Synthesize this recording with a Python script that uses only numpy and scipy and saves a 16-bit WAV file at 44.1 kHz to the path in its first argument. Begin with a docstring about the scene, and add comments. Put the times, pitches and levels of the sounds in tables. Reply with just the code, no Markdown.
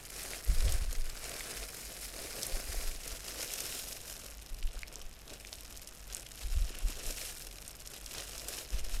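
"""Gloved hands peeling bananas

Two cooks in thin plastic gloves peel bananas and work at a plate in a wooden kitchen room.
The film buckles in clumps of tiny ringing clicks, with single louder snaps; shaped noise makes the
soft rubbing and tapping on the fruit. Body movements bump a clip-on microphone: each dull thump is
a short low push and rebound. Steady coloured noise gives the low room rumble."""
import sys
import numpy as np
from scipy import signal
from scipy.fft import rfft, irfft, next_fast_len
from scipy.io import wavfile
from scipy.ndimage import uniform_filter1d, map_coordinates

SR = 44100
rng = np.random.default_rng(int(sys.argv[2]) if len(sys.argv) > 2 else 0)


def unload_audio(sound):
    """Save the sound as a 16-bit wav file, at the path given as the first command line argument."""
    columns = np.transpose(np.atleast_2d(sound))
    # keep every value between -1 and 1, then stretch to whole-number steps
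    steps = np.round(np.clip(columns, -1, 1) * 32767)
    wavfile.write(sys.argv[1], SR, steps.astype(np.int16))


N = 396900
TOP_HZ = 15850  # nothing is recorded above this


def amp(db):
    """Decibels to gain."""
    return 10 ** (np.asarray(db) / 20)


def unit(x):
    """x at rms 1."""
    return x / np.sqrt(np.mean(x ** 2) + 1e-20)


def even(x, span):
    """x at rms 1 over every stretch of span seconds."""
    power = np.abs(uniform_filter1d(x ** 2, int(span * SR) + 1))
    return x / np.sqrt(power + 1e-9)


def along(points, hz):
    """(Hz, value) points read on a log axis."""
    f, v = np.transpose(points)
    return np.interp(np.log(hz + 1), np.log(f + 1), v)


def curves(rows):
    """One value per sample for each column after the time."""
    s, *cols = np.transpose(rows)
    return [np.interp(np.arange(N) / SR, s, c) for c in cols]


def wobble(rate):
    """A smooth random curve through rate random points a second."""
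    points = rng.standard_normal(int(N * rate / SR) + 4)
    return map_coordinates(points, [np.arange(N) * rate / SR])


def below(x, hz):
    """The part of x under a frequency, with no delay."""
    return signal.sosfiltfilt(signal.butter(3, hz, fs=SR, output="sos"), x)


def coloured(x, gain):
    """x through a filter that never sounds ahead of its input; gain is a function of frequency."""
    m = 2 * next_fast_len(N // 2 + SR // 4)
    log_gain = np.log(np.maximum(gain(np.fft.rfftfreq(m, 1 / SR)), 1e-6))
    # folding the cepstrum onto positive times gives the minimum-phase response
    cepstrum = irfft(log_gain)
    cepstrum[1:m // 2] *= 2
    cepstrum[m // 2 + 1:] = 0
    return irfft(rfft(x, m) * np.exp(rfft(cepstrum)), m)[:N]


def noise(spectrum):
    """Noise of rms 1 with a given colour."""
    return unit(coloured(rng.standard_normal(N), lambda hz: amp(along(spectrum, hz))))


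def scattered(x, t60, wet_db):
    """x plus a diffuse noise tail, redrawn at random every short block; t60 is its 60 dB decay in s."""
    t = np.arange(int(t60 * SR) + 2) / SR
    out = np.zeros(N + len(t))
    hop = max(SR // 100, len(t) // 2)
    for i in range(0, N, hop):
        tail = rng.standard_normal(len(t)) * amp(-60 * t / t60)
        echo = signal.fftconvolve(x[i:i + hop], tail / np.linalg.norm(tail))
        out[i:i + len(echo)] += echo
    return x + amp(wet_db) * out[:N]


# Steady colour of the room's rumble. Each row: frequency in Hz, relative level in dB per Hz.
ROOM_COLOUR = [(15, -3), (32, -6), (47, 5), (62, -9), (100, -13.5), (160, -17.5), (300, -22.5),
               (520, -27.5), (680, -23), (950, -28.5), (3000, -30), (7000, -43), (12000, -43), (16000, -60)]


def room_rumble():
    """Steady noise of the room, strongest in the bass."""
    return amp(-52.0) * noise(ROOM_COLOUR)


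# Bumps on the microphone.
# Each row: time in seconds, peak in dB before the thump's overall level_db, pitch in Hz.
MICROPHONE_BUMPS = [(0.498, -19.5, 47), (0.59, -20, 21.5), (0.651, -17.5, 53), (0.745, -25, 46),
                    (0.819, -28, 45), (0.886, -29.5, 41), (0.991, -26.5, 20.5), (1.143, -42, 22),
                    (2.546, -29.5, 26), (2.7, -36, 58), (2.779, -28, 29), (2.885, -28.5, 21),
                    (2.98, -44, 27), (3.129, -39, 45), (4.53, -38, 25), (4.652, -26, 26.6),
                    (4.769, -35, 36), (5.06, -38, 15), (6.456, -31, 48), (6.524, -25, 27),
                    (6.57, -26.5, 56), (6.620, -22, 34), (6.854, -23, 33), (7.078, -33, 27),
                    (8.747, -26, 44), (8.855, -29.5, 8.9), (8.944, -27.5, 33)]


def after_bumps(rise_s, decay_s, db_per_octave):
    """An envelope that rises into every bump and dies away after it; the bump's pitch sets its size."""
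    reference_bump_hz = 40.8
    t = np.arange(0, N / SR + .002, .002)
    power = np.zeros_like(t)
    for s, db, hz in MICROPHONE_BUMPS:
        size = amp(db + db_per_octave * np.log2(hz / reference_bump_hz))
        shape = np.exp(-np.maximum((s - t) / rise_s, (t - s) / decay_s))
        power += (size * shape) ** 2
    return curves(np.column_stack([t, np.sqrt(power)]))[0]


def apron_sway():
    """The apron sways on around each bump: deep noise that follows the bumps."""
    sway = noise([(6, -20.5), (18, 14), (35, -0.5), (70, -13), (140, -43), (400, -107)])
    return amp(-11.5) * after_bumps(rise_s=0.014, decay_s=.13, db_per_octave=-2.5) * sway


# Colour of the cloth scuff. Each row: frequency in Hz, relative level in dB per Hz.
SCUFF_COLOUR = [(30, -18), (70, 5.5), (120, -9), (180, -14), (400, -56)]


def cloth_scuff():
    """The apron's cloth scuffs the microphone briefly, more for quick bumps than for slow ones."""
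    envelope = after_bumps(rise_s=0.0083, decay_s=0.054, db_per_octave=15)
    return amp(-20) * envelope * noise(SCUFF_COLOUR)


def bumps(level_db, skew, length, softness):
    """Each bump is one push and rebound, rounded by cloth, with the apron's sway and scuff."""
    lead_in = 0.69  # a bump sets in faster than it dies: lead-in length over tail length
    out = np.zeros(N + SR)
    t = np.arange(-SR // 6, SR // 6) / SR
    for s, db, hz in MICROPHONE_BUMPS:
        turns = hz * t
        distance = np.hypot(np.where(t < 0, turns / lead_in, turns), softness)
        push = np.cos(2 * np.pi * turns + skew) * np.exp((softness - distance) / length)
        out[round((s + t[0]) * SR):][:len(t)] -= amp(db + level_db) * push
    return out[:N] + apron_sway() + cloth_scuff()


# Strokes of the fingers, each one grip or pull on the peel.
# Each row: start in seconds, length in seconds, crackle level in dB before crinkle() balances its bands,
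# tautness as treble tilt in dB, rub against the crackle in dB before rubbing() trims it.
FINGER_STROKES = [(0.124, 0.27, -46.0, 1, -7), (0.48, 0.1, -47, 1.5, -9), (0.57, 0.21, -45.0, 0.5, -5.5),
                  (0.79, 0.047, -49, -1.5, -7), (0.884, 0.086, -51, -1, -4.5),
                  (1.055, 0.18, -50.5, -0.5, -8.0), (1.22, 0.21, -46, 0, -6.5), (1.443, 0.22, -46, 0, -7.0),
                  (1.733, 0.2, -48.5, 2.5, -8), (2.013, 0.05, -43.5, 4.5, -17), (2.158, 0.35, -47.0, 1, -5),
                  (2.353, 0.27, -45.5, 1.5, -5), (2.665, 0.25, -45.5, 1.5, -8.5),
                  (3.032, 0.13, -47.5, 1, -7), (3.26, 0.078, -45, 1, -7.5), (3.373, 0.1, -42, 1.5, -10),
                  (3.485, 0.35, -44, 2, -8), (3.82, 0.14, -47.5, 3.5, -9.5), (4.051, 0.11, -48.0, 3, -9),
                  (4.15, 0.16, -52.5, 1.5, -7.0), (4.725, 0.089, -57, -3.0, -14),
                  (4.885, 0.16, -56, -1, -3), (5.279, 0.095, -53.5, -1.5, -2), (5.497, 0.092, -55, 3, -12),
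                  (6.09, 0.12, -52, -1, -5), (6.403, 0.041, -47, -1, -9.5), (6.482, 0.21, -52, 0, -8),
                  (6.707, 0.12, -52.5, -3.5, -7.5), (6.88, 0.05, -45.5, -0.5, -12),
                  (6.952, 0.12, -50, -1.0, -3.5), (7.046, 0.088, -45, 2.5, -5),
                  (7.149, 0.17, -45.5, 1.5, -10), (7.344, 0.12, -50.5, 3.5, -12.5),
                  (7.92, 0.053, -51, 0, -6), (8.126, 0.11, -47, -2.5, -5), (8.276, 0.17, -49.5, 0.5, -7),
                  (8.468, 0.17, -46, 1, -7.5), (8.705, 0.11, -49.5, -1, -4),
                  (8.843, 0.052, -49, -0.5, -6.5), (8.916, 0.063, -46.5, -1, -8)]
# Small finger movements between the strokes. Each row: time in seconds, crackle level in dB as above.
FIDGETING = [(0, -53.5), (1.0, -52.5), (1.4, -50.5), (3.1, -50.5), (4.0, -52.5), (4.45, -57.5), (5.15, -61),
             (5.7, -55), (6.0, -58.5), (6.3, -55), (7.2, -54), (7.6, -55), (8.02, -56), (8.12, -50.5),
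             (8.5, -54), (9.0, -58.5)]


def hands():
    """Crackle level, tautness and rub in dB: each stroke takes over from the fidgeting for a while."""
    attack_s, release_s = 0.052, .055
    slack_tilt_db, slack_rub_db = 1.5, -7.5  # tautness and rub between the strokes
    # random level flicker: its depth in dB during and between strokes, and its changes per second
    tremor_db, fits_db, tremor_per_s = 0.83, 1, 95
    t = np.arange(0, N / SR + .002, .002)
    idle_db = np.interp(t, *np.transpose(FIDGETING))
    idle = [np.full_like(t, db) for db in (slack_tilt_db, slack_rub_db, fits_db)]
    state = np.column_stack([idle_db, *idle])
    for start, length, *grip in FINGER_STROKES:
        set_in = np.clip((t - start) / attack_s + .5, 0, 1)
        let_go = np.clip((start + length - t) / release_s + .5, 0, 1)
        hold = (set_in * let_go)[:, None]
        state = state + hold * ([*grip, tremor_db] - state)
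    level_db, tilt_db, rub_db, depth_db = curves(np.column_stack([t, state]))
    # the film gives way in quick fits, a little deeper between strokes
    crackle_db = level_db + depth_db * wobble(tremor_per_s)
    return crackle_db, tilt_db, level_db + rub_db


# Fingertips and fruit touching softly.
# Each row: time in seconds, peak in dB before the overall level_db, pitch in Hz.
SOFT_TAPS = [(0.925, -39, 581), (1.232, -40, 694), (2.551, -35.5, 527), (2.743, -35.5, 520),
             (3.394, -38, 589), (4.744, -40, 553), (5.525, -41, 605), (6.703, -38, 366), (6.896, -41, 283),
             (8.351, -40.5, 620), (8.486, -42, 500)]


def taps(t60, level_db):
    """Soft flesh gives a dead, broad knock with almost no ring: a short burst of filtered noise."""
    out = np.zeros(N + SR)
    t = np.arange(SR // 10) / SR
    for s, db, hz in SOFT_TAPS:
        burst = rng.standard_normal(len(t)) * amp(-60 * t / t60)
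        band = [hz / 1.47, hz * 1.21]
        thud = signal.lfilter(*signal.butter(2, band, "band", fs=SR), burst)
        out[round(s * SR):][:len(t)] += amp(db + level_db) * thud / np.abs(thud).max()
    return out[:N]


# Colour of film rubbing on fruit. Each row: frequency in Hz, relative level in dB per Hz.
RUB_COLOUR = [(60, -11.5), (110, 0.5), (190, -5.5), (260, -1.5), (340, 0.5), (500, 2), (680, 0),
              (800, -12.5), (930, -12.5), (1150, -10), (1600, -42.5)]


def rubbing(rub_db):
    """The film sticks and slips on the fruit in soft, hollow scuffs: noise in random swells."""
    stick_slip = amp(1.67 * wobble(40) + 2.5 * wobble(170))
    return amp(rub_db - 0.5) * unit(noise(RUB_COLOUR) * stick_slip)


# Single creases snapping through, each sounding 1 ms after its listed time.
# Each row: time in seconds, peak in dB, pitch in Hz, time for the flutter to fall 60 dB in seconds.
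CREASE_SNAPS = [(0.1032, -29, 7530, .012), (0.2354, -26, 8140, .006), (0.3331, -28, 2150, .016),
                (0.4479, -27, 10600, .006), (0.6799, -27.5, 3100, .02), (0.7213, -23.5, 6590, .022),
                (0.9273, -26, 6570, .025), (1.4067, -29, 2130, .01), (2.4234, -25, 5060, .006),
                (2.4299, -21, 5950, .028), (2.4658, -23, 11200, .02), (3.0769, -26, 6550, .025),
                (3.4156, -23, 5000, .012), (3.5364, -20, 6720, .018), (3.6032, -22, 6570, .016),
                (4.6264, -29.5, 2870, .01), (4.6733, -36, 2800, .012), (4.79, -33, 5450, .01),
                (4.8314, -26, 2230, .004), (4.9561, -25, 5900, .005), (5.448, -31, 2430, .006),
                (5.471, -33, 5830, .012), (5.5278, -27, 4330, .01), (5.7728, -30, 6790, .007),
                (5.8217, -34, 6850, .01), (5.8731, -31, 5800, .022), (6.1254, -30, 5780, .012),
                (6.1469, -17.5, 7700, .004), (6.1664, -28, 6740, .018), (6.1964, -31, 6980, .008),
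                (6.2632, -34, 3160, .007), (6.3185, -30, 5380, .007), (6.7865, -26, 10800, .007),
                (7.0633, -25, 7320, .025), (7.1062, -25, 5450, .02), (7.6779, -26.5, 8520, .02),
                (7.8022, -33, 7250, .007), (7.8725, -30, 5600, .022), (8.0611, -26, 5440, .008),
                (8.1379, -29, 6770, .01), (8.1818, -26, 3890, .012), (8.206, -27, 6500, .02),
                (8.379, -29, 5800, .02), (8.3954, -29, 5080, .007), (8.4841, -25, 8020, .018),
                (8.537, -29, 3930, .007)]


def snaps(cycles, rise_turns, flutter_db, flutter_width):
    """A crease flips with a short ring, and the film around it flutters in a band about that pitch."""
    out = np.zeros(N + SR)
    t = np.arange(SR // 50) / SR
    for s, db, hz, flutter_t60 in CREASE_SNAPS:
        turns = hz * t
        ring = np.sin(2 * np.pi * turns) * np.exp(-turns / cycles)
        ring *= (1 - np.exp(-turns / rise_turns)) ** 2
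        band = [hz / 1.45, min(hz * flutter_width, 12500)]
        flutter = signal.lfilter(*signal.butter(2, band, "band", fs=SR), rng.standard_normal(len(t)))
        fading = amp(flutter_db - 60 * t / flutter_t60) * unit(flutter)
        snap = ring / np.abs(ring).max() + fading
        out[round((s + .001) * SR):][:len(t)] += amp(db) * snap / np.abs(snap).max()
    return out[:N]


def buckles(rate, clump_db, spread_db, cap, cycles, low_hz, size=64):
    """Clumped clicks of a thin film, rate a second on average, each ringing for about a cycle."""
    # creases give way in little avalanches, wherever the stress peaks
    stress = amp(clump_db * np.clip(.8 * wobble(125) + .55 * wobble(400), -2, 2))
    due = np.cumsum(stress) / stress.sum()
    when, pitch, force, side = rng.random((int(rate * N / SR), 4)).T
    start = np.searchsorted(due, when)
    hz = low_hz * (TOP_HZ / low_hz) ** np.sqrt(pitch)
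    # few clicks are strong; the pitch factors balance the spectrum
    strength = amp(spread_db * np.minimum(-np.log(1 - force), cap)) * hz / (pitch + .05) ** (1 / 4)
    signed = (strength * np.sign(side - .5))[:, None]
    turns = hz[:, None] * np.arange(size) / SR
    rings = signed * np.exp(-turns / cycles) * np.sin(2 * np.pi * turns)
    places = start[:, None] + np.arange(size)
    return unit(np.bincount(places.ravel(), rings.ravel(), N + size)[:N])


# Resonances of the cupped gloves. Each row: centre in Hz, width in Hz, relative boost in dB.
GLOVE_HOLLOW = [(2450, 250, 1.5), (5170, 770, 4), (6730, 390, 1.5)]


def cupped(film):
    """The hollow of the glove lifts a few bands of the crackle."""
    def gain(hz):
        return amp(sum(db / (1 + (2 * (hz - centre) / width) ** 2) for centre, width, db in GLOVE_HOLLOW))
    return coloured(film, gain)


# Colours of the film with hands at the plate and at the chest.
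# Each row: frequency in Hz, relative level in dB per Hz.
PLATE_COLOUR = [(410, -40), (700, -2.5), (930, -10), (1400, -2.5), (2300, -1.5), (3300, -4), (4200, -0.5),
                (5150, -0.5), (7300, 1), (10500, 3), (13500, 0), (14700, -6), (15800, 0)]
CHEST_COLOUR = [(410, -27.5), (700, -6.5), (980, -13), (1400, -6), (2100, -8), (2800, -2.5), (3400, -5),
                (4000, -2.5), (4650, -5), (5450, -1.5), (8300, -2.5), (13300, -10), (14700, -15.5),
                (15800, -17.5)]


def hands_rising(film):
    """The colour of the film changes as the hands rise from the plate to the chest."""
    raised = np.clip((np.arange(N) / SR - 2.7) / 1.1, 0, 1)  # starts at 2.7 s, takes 1.1 s
    at_plate = unit(coloured(film, lambda hz: amp(along(PLATE_COLOUR, hz))))
    at_chest = unit(coloured(film, lambda hz: amp(along(CHEST_COLOUR, hz))))
    return (1 - raised) * at_plate + raised * at_chest


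def crinkle(fine_db, tilt_db):
    """Busy fingers give a dense crackle on a sliding hiss, slow ones sparse ticks."""
    busy = np.clip((fine_db + 58.5) / 12, .2, .9)
    dense = buckles(rate=6000, clump_db=9, spread_db=5.5, cap=5.3, cycles=0.84, low_hz=624)
    slide = amp(2.5) * rng.standard_normal(N)
    sparse = buckles(rate=1200, clump_db=11, spread_db=9.5, cap=2.6, cycles=0.91, low_hz=633)
    film = np.sqrt(busy) * unit(dense + slide) + np.sqrt(1 - busy) * sparse
    # each click spreads through the sheet
    film = scattered(film, t60=.009, wet_db=-14.0)
    film = hands_rising(cupped(film))
    # slack film bends in broad folds, taut film fizzes
    folds, body = below(film, hz=3480), below(film, hz=10230)
    parts = [(-4 - tilt_db, folds), (-1, body - folds), (-5.7 + tilt_db, film - body)]
    return sum(amp(fine_db + db - 0.44) * even(part, span=0.073) for db, part in parts)


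def scene():
    """Gloves in a room with a short echo, microphone bumps and the room's rumble."""
    crackle_db, tilt_db, rub_db = hands()
    gloves = taps(t60=0.037, level_db=-3.5) + rubbing(rub_db)
    gloves += snaps(cycles=1.6, rise_turns=0.39, flutter_db=-4.5, flutter_width=1.87)
    gloves += crinkle(crackle_db, tilt_db)
    in_room = scattered(gloves, t60=.35, wet_db=-15.5)
    thumps = bumps(level_db=2.0, skew=0.13, length=0.65, softness=0.018)
    return (room_rumble() + thumps + in_room)[None]


def record(dry):
    """The recorder's treble rounds off, then stops at its band limit."""
    m = next_fast_len(N + SR // 4)
    hz = np.fft.rfftfreq(m, 1 / SR)
    response = (hz < TOP_HZ) / np.sqrt(1 + (hz / 14900) ** 44)
    return irfft(rfft(dry, m) * response, m)[..., :N]


dry = scene()
out = record(dry)
unload_audio(out)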